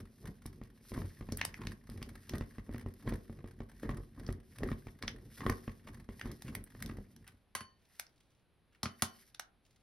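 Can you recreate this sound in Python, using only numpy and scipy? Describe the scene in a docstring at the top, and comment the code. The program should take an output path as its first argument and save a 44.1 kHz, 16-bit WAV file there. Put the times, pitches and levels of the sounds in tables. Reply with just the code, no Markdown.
"""Small room, metal bowl on a table: soap is rubbed to and fro over a steel grater resting on the bowl.
The teeth catch and let go: the table rumbles, the blade rasps, the plastic frame clicks.
Sliding soap hisses; chunks and flakes snap off. Then the grater is lifted and knocked on the bowl,
which rings and thumps the table. Two closely spaced microphones."""
import sys
import numpy as np
from scipy import signal
from scipy.fft import rfft, irfft, next_fast_len
from scipy.io import wavfile
from scipy.ndimage import map_coordinates

SR = 44100
rng = np.random.default_rng(int(sys.argv[2]) if len(sys.argv) > 2 else 0)


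def master(y):
    """Save y as 16-bit WAV."""
    cut = np.clip(np.atleast_2d(y).T, -1, 1)
    pcm = np.round(cut * 32767)  # scale
    wavfile.write(sys.argv[1], SR, pcm.astype(np.int16))


N = 433062

# Table levels are relative; each source adds its own gain.
# strokes into the teeth, back over their blunt sides: (time [s], length [s], drag [dB], hiss [dB])
PUSH_STROKES = [(0.241, 0.061, -44.5, -74), (0.953, 0.092, -39, -62.5), (1.592, 0.14, -42.5, -70),
                (2.327, 0.055, -38.5, -68), (3.072, 0.071, -37, -70.5), (3.856, 0.15, -40, -71),
                (4.62, 0.084, -37.5, -67), (5.422, 0.1, -37, -60.5), (6.263, 0.054, -39.5, -67.5),
                (6.812, 0.19, -44, -72.5)]
RETURN_STROKES = [(0.0, 0.005, -44, -73), (0.458, 0.13, -53, -77), (1.173, 0.37, -48, -81),
                  (1.908, 0.26, -48, -71.5), (2.683, 0.16, -46, -85), (3.3, 0.57, -52, -85),
                  (4.179, 0.19, -44.5, -74.5), (5.018, 0.25, -47, -79), (5.855, 0.16, -50.5, -82),
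                  (6.453, 0.15, -44.5, -69)]
# soap jerks free: (time [s], scrape [dB], table thud [dB], frame thud [dB])
SOAP_SLIPS = [(0.456, -49, -41, -67), (0.613, -50.5, -44, -52.5), (0.917, -46, -44, -44),
              (0.975, -47, -33.5, -60), (1.208, -43, -39.5, -56), (1.287, -43.5, -41.5, -63),
              (1.321, -46, -34.5, -44.5), (1.616, -37, -63, -67), (1.671, -50, -42, -56),
              (1.891, -50.5, -44.5, -61), (2.016, -42.5, -41.5, -67), (2.335, -34, -36, -51),
              (2.408, -37, -34.5, -53), (2.582, -43.5, -41, -58), (2.691, -56, -40.5, -50),
              (2.744, -41, -38.5, -47.5), (2.86, -49, -36.5, -46.5), (3.074, -37, -32.5, -48),
              (3.122, -39.5, -34.5, -41.5), (3.295, -58, -42.5, -52.5), (3.388, -50, -53, -58),
              (3.441, -50, -44.5, -48), (3.603, -44.5, -39.5, -46.5), (3.831, -42.5, -57, -39),
              (3.891, -33.5, -34, -50), (4.288, -39, -33, -44.5), (4.632, -46.5, -34.5, -35.5),
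              (4.715, -36, -33, -53), (4.868, -41, -44.5, -54.5), (5.034, -38, -43, -52),
              (5.405, -35.5, -58, -54), (5.463, -52, -33.5, -37), (5.497, -37, -29.5, -37),
              (5.677, -38.5, -36.5, -51), (5.873, -37.5, -65, -72), (6.088, -44, -42.5, -47.5),
              (6.255, -43, -39, -59), (6.748, -48.5, -50.5, -64), (6.895, -38.5, -41.5, -65),
              (6.984, -58, -43.5, -54)]
# soap breaks off: (time [s], level [dB])
CHUNK_CRACKS = [(1.017, -38), (4.688, -35), (5.4645, -25), (5.4965, -22.5), (5.5225, -34.5)]
FLAKE_SNAPS = [(0.636, -61), (1.899, -52.5), (2.382, -49), (2.939, -60.5), (4.326, -53), (6.316, -50.5),
               (6.861, -46.5)]
# sharp plastic clicks: (time [s], level [dB], hollow body [dB], bright edge [dB])
FRAME_CLICKS = [(0.4618, -41.5, -28, -8.5), (1.3218, -34, -18, -15), (1.372, -45.5, -11, 5),
                (1.4133, -32.5, 23, -20.5), (1.4504, -29.5, -4.5, -5.5), (1.5417, -49, 23.5, -13),
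                (1.67, -37, 1.5, -17.5), (2.027, -39, -6, -14.5), (2.2942, -35.5, -3, -17),
                (2.781, -57, 19, 0), (4.265, -43, -19, -24), (4.585, -46.5, 6.5, -8), (4.633, -47, 15, -18),
                (5.025, -37, 2, -17.5), (5.079, -32, 10, -29.5), (5.4984, -40, -7, -2.5),
                (6.1953, -52, 18, -10), (6.2126, -44.5, 18.5, -13), (6.421, -45, -1, -6.5),
                (6.551, -42, 12, 2.5), (6.64, -67, 11, 16.5), (6.824, -38, 1, -5.5), (7.1631, -54, 0, -10),
                (7.2775, -52.5, -3, -2), (7.9964, -34.5, -0.5, -4), (8.0662, -53.5, -16, -24),
                (9.3467, -44.5, -2, -16.5), (9.3962, -32.5, -1.5, -12.5)]
# frame hits bowl: (time [s], level [dB], hollow body [dB], bright edge [dB], thump [dB], ring [dB])
BOWL_KNOCKS = [(7.5499, -30.5, 4.5, -4.5, -14.5, -19.5), (7.6059, -44, 6, -10.5, 2.5, -15.5),
               (8.83, -23, -20.5, -15, -7.5, -30), (8.855, -31.5, -2, -32, 2, -34),
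               (9.0205, -19, -10, -6.5, -7.5, -32)]
# rubs on the blade, grip shifts, turning in the hands: (time [s], length [s], level [dB])
BLADE_SCUFFS = [(1.387, 0.0088, -51.5), (6.469, 0.02, -55), (7.267, 0.0173, -60.5), (8.727, 0.034, -71.5)]
GRIP_SHIFTS = [(7.936, 0.049, -73), (8.97, 0.17, -68.5), (9.205, 0.01, -62)]
HAND_TURNS = [(7.796, 0.62, -80), (9.643, 0.22, -79)]
# body modes: (frequency [Hz], width [Hz], level [dB])
TABLE_MODES = [(46, 15, 1), (90, 16, 2), (120, 18, -3.5), (150, 30, -11), (199, 22, -7), (221, 16, -4.5)]
FRAME_MODES = [(180, 14, -4.5), (217.5, 27, -1), (284.2, 38, -4.5), (375.5, 17, -1.5), (459, 13, -5.5),
               (524, 13, -16)]
# bowl modes: (frequency [Hz], level [dB], t60 [s])
BOWL_MODES = [(1055, 1, 0.22), (1826, -14, 0.49), (1986, 4.5, 0.085), (3030, -5.5, 0.39),
              (4465, -5.5, 0.36), (5900, -7, 0.34), (9846, -9, 0.22), (10500, 3.5, 0.13)]
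# rasp bands of the teeth: (low [Hz], high [Hz])
TOOTH_BANDS = [(300, 1400), (1400, 2400), (2400, 15000)]
# spectra of blade, friction, contacts and room noise: (frequency [Hz], level [dB])
RASP_SPECTRUM = [(200, -21), (500, -4.5), (820, -10.5), (1100, 1.5), (1400, -7.5), (1850, -4.5),
                 (2500, -18.5), (5000, -26), (10000, -38), (16000, -36.5)]
HISS_SPECTRUM = [(400, -28), (1400, 0), (1900, 3.5), (2700, 0), (5500, 6), (7500, -4), (8500, 1.5),
                 (12000, 7.5), (14000, 0.5), (16000, -27.5)]
CLICK_SPECTRUM = [(100, -14), (500, -1), (1200, 1), (1850, 7), (2600, 0), (6000, 4), (7500, -4), (8400, 8),
                  (13000, 9), (16500, -12)]
KNOCK_SPECTRUM = [(50, -40.5), (150, -21), (500, 0), (850, -0.5), (1200, 7.5), (2600, -2), (4000, -3.5),
                  (6200, -5.5), (11000, 4.5), (16000, -15)]
AIR_SPECTRUM = [(20, -9.5), (45, 3.5), (110, 0), (1000, -17), (4000, -24), (7500, -43), (11000, -25.5),
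                (14000, -55.5)]
# room decay: (frequency [Hz], t60 [s])
ROOM_DECAY = [(100, 0.66), (500, 0.41), (2000, 0.21), (6000, 0.15), (14000, 0.051)]
# lead of the left microphone: (frequency [Hz], phase [rad])
LEFT_LEAD = [(1700, 0), (4000, .6), (5200, .3), (7300, 3.1), (9800, 6), (10800, 6.5), (13700, 9.4),
             (16000, 12.4)]

# envelopes: (rise [s], sag [dB/s], release [s])
PUSH_SHAPE, RETURN_SHAPE = (0.023, 31, 0.02), (0.013, 14.2, 0.03)
SKID_SHAPE, GRIP_SHAPE = (0.074, 18, 0.24), (0.067, 10, 0.05)


def grating(hard_db=-31, table_db=22, frame_db=13.5, rasp_db=-13, crumb_db=-23):
    """Teeth tear the soap: a light rub only rumbles, a hard one wakes the frame and rasps."""
    excess_db = drag_db() - hard_db
    gain = lambda db, growth: amp(db + hard_db + growth * excess_db)
    tugs = grains(rate_hz=490, spread_db=4)
    rumble = boom(gain(table_db, growth=0.98) * tugs, TABLE_MODES)
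    hollow = boom(gain(frame_db, growth=1.223) * tugs, FRAME_MODES)
    flex_s = .003 * wobble(rate_hz=12)  # frame bends, pitch wanders
    hollow = np.interp(np.arange(N) + flex_s * SR, np.arange(N), hollow)
    bands = [signal.butter(2, band, "band", fs=SR, output="sos") for band in TOOTH_BANDS]
    tearing = sum(signal.sosfilt(sos, crackle(rate_hz=90, spread_db=5, life_s=.003)) for sos in bands)
    rasp = gain(rasp_db, growth=1.8) * unit(blade(tearing))
    breaking = crackle(rate_hz=30, spread_db=4.5, life_s=.0024)
    dull_click = lambda hz: amp(along(CLICK_SPECTRUM, hz) + along(RASP_SPECTRUM, hz) / 2)
    crumbs = gain(crumb_db, growth=0.69) * unit(filtered(breaking, dull_click))
    return rumble + hollow + rasp + crumbs


def drag_db(rest_db=-60.5):
    """Drag on the teeth: the strongest of push, return and rest."""
    pushes = [amp(db) * swell(s, length_s, *PUSH_SHAPE) for s, length_s, db, _ in PUSH_STROKES]
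    returns = [amp(db) * swell(s, length_s, *RETURN_SHAPE) for s, length_s, db, _ in RETURN_STROKES]
    return 20 * np.log10(np.max(pushes + returns + [amp(rest_db) * resting()], axis=0) + 1e-9)


def resting(lift_s=7.35, fade_s=0.0075):
    """1 while the soap lies on the blade, then fading to 0."""
    return np.exp(-np.maximum(np.arange(N) / SR - lift_s, 0) / fade_s)


def slips(table_db=29, frame_db=28, rasp_db=29, catch_db=-5, t60_s=0.021, sing_db=-7):
    """Each jerk shoves frame and table and scrapes the blade; the soap then catches more softly."""
    shoves, scrapes = np.zeros(N), np.zeros(N)
    pauses_s = rng.uniform(0.01, 0.019, len(SOAP_SLIPS))
    for (s, scrape_db, low_db, hollow_db), pause_s in zip(SOAP_SLIPS, pauses_s):
        table = amp(low_db + table_db) * thud(TABLE_MODES, detune=.01, vary_db=1.5)
        frame = amp(hollow_db + frame_db) * thud(FRAME_MODES, detune=.03, vary_db=3)
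        add(shoves, s + 0.002115, table + frame)
        add(scrapes, s, amp(scrape_db + rasp_db) * burst(t60_s, attack_s=.002))
        add(scrapes, s + pause_s, amp(scrape_db + rasp_db + catch_db) * burst(t60_s, attack_s=.006))
    return shoves + blade(scrapes) + amp(sing_db) * sing(scrapes, width_hz=310)


def blade(force):
    """Thin steel, damped by soap: rasps without ringing."""
    return coloured(force, lambda hz: along(RASP_SPECTRUM, hz))[:N]


def sing(force, width_hz, hz=1850):
    """One broad resonance, by default the blade's main one."""
    return filtered(force, lambda f: resonance(f, hz, width_hz))


def boom(force, modes):
    """A body answers a force in its low modes."""
    response = lambda f: sum(amp(db) * resonance(f, hz, width_hz) for hz, width_hz, db in modes)
    band = signal.butter(2, [36, 1.3 * modes[-1][0]], "band", fs=SR, output="sos")
    return signal.sosfilt(band, filtered(force, response))


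def thud(modes, detune, vary_db):
    """Unit-energy shove; pitch and share of each mode vary with where the soap sits, drawn at random."""
    t = np.arange(SR // 3) / SR
    bending = np.zeros(len(t))
    for hz, width_hz, db in modes:
        bend, size = rng.standard_normal(2)
        envelope = amp(db + vary_db * size) * width_hz / hz * np.exp(-np.pi * width_hz * t)
        bending += envelope * np.sin(2 * np.pi * hz * (1 + detune * bend) * t)
    onset = 1 - np.exp(-2 * t * modes[-1][0])  # half a cycle of the top mode
    return unit_energy(np.gradient(bending * onset))


def sliding(hiss_db=0.44, waver_db=3.5, chatter_db=-7):
    """Grainy friction under uneven pressure; teeth chatter at the blade's pitch."""
    friction = amp(waver_db * wobble(rate_hz=35)) * grains(rate_hz=3000, spread_db=5)
    hiss = unit(filtered(friction, lambda hz: amp(along(HISS_SPECTRUM, hz))))
    chatter = unit(sing(crackle(rate_hz=45, spread_db=4, life_s=.004), width_hz=350))
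    return slide_gain() * (amp(hiss_db) * hiss + amp(chatter_db) * chatter)


def slide_gain(lead_s=0.062, rest_db=-84):
    """Friction gain: the strongest of the skid leading each push, return, grip and rest."""
    skids = [amp(db) * swell(s - lead_s, length_s + lead_s, *SKID_SHAPE)
             for s, length_s, _, db in PUSH_STROKES]
    returns = [amp(db) * swell(s, length_s, *RETURN_SHAPE) for s, length_s, _, db in RETURN_STROKES]
    grips = [amp(db) * swell(s, length_s, *GRIP_SHAPE) for s, length_s, db in GRIP_SHIFTS]
    return np.max(skids + returns + grips + [amp(rest_db) * resting()], axis=0)


def cracks(gain_db=29):
    """Chunks break off: one dry blow on the blade each."""
    return blade(snaps(CHUNK_CRACKS, gain_db, t60_s=.02))


def flakes(gain_db=21):
    """Flakes snap off teeth: bright ticks, too light to move the frame."""
    return coloured(snaps(FLAKE_SNAPS, gain_db, t60_s=.012), lambda hz: along(HISS_SPECTRUM, hz))[:N]


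def clicks(gain_db=21, lead_s=0.0022, lead_db=-16):
    """Sharp plastic clicks, each with a faint tick just before it and a short rattle."""
    out = np.zeros(N)
    for s, db, body_db, edge_db in FRAME_CLICKS:
        for start_s, size_db in (s - lead_s, db + lead_db), (s, db):
            click = contact(CLICK_SPECTRUM, body_db, edge_db, t60_s=0.0089, rattle=0.18)
            add(out, start_s + .0005, amp(size_db + gain_db) * click)
    return out


def knocks(knock_db=25, table_db=26, frame_db=17, rebound_s=0.004):
    """The grater hits the bowl, which rings and passes the blow to the table."""
    out, thumps = np.zeros(N), np.zeros(N)
    rebound = unit_energy(np.sin(np.linspace(0, 2 * np.pi, round(rebound_s * SR))))
    for s, db, body_db, edge_db, thump_db, ring_db in BOWL_KNOCKS:
        hit = contact(KNOCK_SPECTRUM, body_db, edge_db, t60_s=0.021, rattle=0.56)
        add(out, s + 0.0012, amp(db + knock_db) * hit)
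        add(out, s + 0.0009, amp(db + ring_db) * bowl())
        add(thumps, s + 0.0041, amp(db + thump_db) * rebound)
    table = amp(table_db) * boom(thumps, TABLE_MODES[1:])
    return out + table + amp(frame_db) * boom(thumps, FRAME_MODES)


def bowl():
    """One ring: each mode a beating pair, roughened by the touching grater."""
    t = np.arange(SR * 3 // 4) / SR
    ring = np.zeros(len(t))
    for hz, db, t60_s in BOWL_MODES:
        envelope = amp(db + rng.normal(0, 1.2) - 60 * t / t60_s)
        tone = np.sin(2 * np.pi * hz * t + .5 * wobble(rate_hz=160, size=len(t)))
        twin = np.sin(2 * np.pi * hz * rng.normal(1, .012) * t)
        ring += envelope * (tone + .5 * twin)
    return ring


def contact(spectrum, body_db, edge_db, t60_s, rattle):
    """Hard contact: brief chatter and a longer rattle, coloured by where it lands."""
    shelves = [(600, body_db / 6), (1250, body_db / 3), (1800, .8 * body_db), (2700, .6 * body_db),
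               (4200, 0), (6000, 0), (9000, edge_db)]
    force = unit_energy(burst(t60_s) + rattle * burst(t60_s=0.13))
    return coloured(force, lambda hz: along(spectrum, hz) + along(shelves, hz))


def scuffs(rise_s=0.0036, release_s=0.0097):
    """Soap or fingers rub the blade: short, dull, no click."""
    gain = sum(amp(db) * swell(s, length_s, rise_s, 0, release_s) for s, length_s, db in BLADE_SCUFFS)
    return gain * unit(sing(crackle(rate_hz=600, spread_db=3, life_s=.001), width_hz=1100))


def handling(hz=3500, width_hz=7000):
    """Fingers stick and let go on plastic and soap: sparse ticks over a fine rustle."""
    gain = sum(amp(db) * swell(s, length_s, .01, 4, .02) for s, length_s, db in HAND_TURNS)
    ticks = crackle(rate_hz=18, spread_db=3, life_s=.002)
    rustle = crackle(rate_hz=400, spread_db=3, life_s=.002)
    return gain * unit(sing(sing(ticks + .6 * rustle, width_hz, hz), width_hz, hz))


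def room(x, onset_s=0.00067, bass_hz=300):
    """Diffuse wall reflections, different at each microphone above the bass."""
    hz, t, noise = signal.stft(rng.standard_normal((2, SR // 2)), SR, nperseg=256)
    hz = hz[:, None]
    field = noise * amp(-60 * t / along(ROOM_DECAY, hz)) * (1 - np.exp(-t / onset_s))
    field *= hz ** 2 / (hz ** 2 + bass_hz ** 2)  # small table radiates little bass
    spread_rad = np.arccos(np.sinc(hz / 700)) / 2
    mid, side = field[0] * np.cos(spread_rad), field[1] * np.sin(spread_rad)
    tail = signal.istft(np.array([mid + side, mid - side]), SR, nperseg=256)[1]
    return signal.fftconvolve(x[None], tail / np.linalg.norm(tail[0]), axes=1)[:, :N]


def air(level_db=-73, side_db=-9):
    """Quiet room noise."""
    mid, side = filtered(rng.standard_normal((2, N)), lambda hz: amp(along(AIR_SPECTRUM, hz)))
    return amp(level_db) * unit(np.array([mid + amp(side_db) * side, mid - amp(side_db) * side]))


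def swell(start_s, length_s, rise_s, sag_db_per_s, release_s):
    """Gain of one movement: builds up to start_s, sags, dies away."""
    t = np.arange(N) / SR - start_s
    edges = np.exp(np.minimum(t, 0) / rise_s - np.maximum(t - length_s, 0) / release_s)
    return edges * amp(-sag_db_per_s * np.clip(t, 0, length_s))


def grains(rate_hz, spread_db):
    """Tiny fractures: impulses of random time, sign and size."""
    happens = rng.random(N) < rate_hz / SR
    signs = rng.choice([-1, 1], N)
    return unit(happens * signs * amp(spread_db * np.clip(rng.standard_normal(N), -2, 2)))


def crackle(rate_hz, spread_db, life_s):
    """Tiny fractures, each a dying puff of noise."""
    decay = np.exp(-np.arange(SR // 20) / SR / life_s)
    power = signal.fftconvolve(grains(rate_hz, spread_db) ** 2, decay * (1 - decay))[:N]
    return unit(np.sqrt(np.abs(power)) * rng.standard_normal(N))


def snaps(events, gain_db, t60_s):
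    """Force of breaking soap: one burst per event."""
    force = np.zeros(N)
    for s, db in events:
        add(force, s, amp(db + gain_db) * burst(t60_s))
    return force


def burst(t60_s, attack_s=0.0001):
    """Dying noise, energy 1."""
    t = np.arange(SR // 6) / SR
    return unit_energy(rng.standard_normal(len(t)) * amp(-60 * t / t60_s) * (1 - np.exp(-t / attack_s)))


def wobble(rate_hz, size=N):
    """Smooth random curve, knots at rate_hz."""
    knots = rng.standard_normal(int(size * rate_hz / SR) + 4)
    return map_coordinates(knots, [np.arange(size) * rate_hz / SR])


def resonance(f, hz, width_hz):
    """Complex response of one mode at f [Hz]."""
    return 1j * f * width_hz / (hz * hz - f * f + 1j * f * width_hz)


def coloured(x, spectrum_db, size=2048):
    """Minimum-phase filter with the given spectrum."""
    cepstrum = irfft(np.log(amp(spectrum_db(np.fft.rfftfreq(size, 1 / SR)))))
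    cepstrum[1:size // 2] *= 2
    cepstrum[size // 2 + 1:] = 0
    return signal.fftconvolve(x, irfft(np.exp(rfft(cepstrum))))


def filtered(x, response):
    """Apply a complex frequency response."""
    size = next_fast_len(N + SR // 2)
    return irfft(rfft(x, size) * response(np.fft.rfftfreq(size, 1 / SR)), size)[..., :N]


def along(points, hz):
    """Interpolate (frequency [Hz], value) on a log axis."""
    knots_hz, values = np.transpose(points)
    return np.interp(np.log(hz + 1), np.log(knots_hz), values)


def add(track, start_s, sound):
    """Mix in at start_s."""
    part = track[max(round(start_s * SR), 0):][:len(sound)]
    part += sound[:len(part)]


def amp(db):
    """dB to gain."""
    return 10 ** (np.asarray(db) / 20)


def unit(x):
    """Scale to rms 1."""
    return x / np.sqrt(np.mean(x ** 2) + 1e-20)


def unit_energy(x):
    """Scale to energy 1."""
    return x / np.linalg.norm(x)


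def scene(room_db=-11):
    """All sources at one spot; treble reaches the left microphone first."""
    soap = grating() + slips() + cracks() + flakes() + sliding() + scuffs()
    source = soap + clicks() + knocks() + handling()
    direct = filtered(source, lambda hz: np.exp(.5j * np.outer([1, -1], along(LEFT_LEAD, hz))))
    return direct + amp(room_db) * room(source) + air()


def record(dry, top_hz=16100):
    """Steep low-pass at the band limit."""
    return filtered(dry, lambda hz: 1 / np.sqrt(1 + (hz / top_hz) ** 160))


dry = scene()
out = record(dry)
master(out)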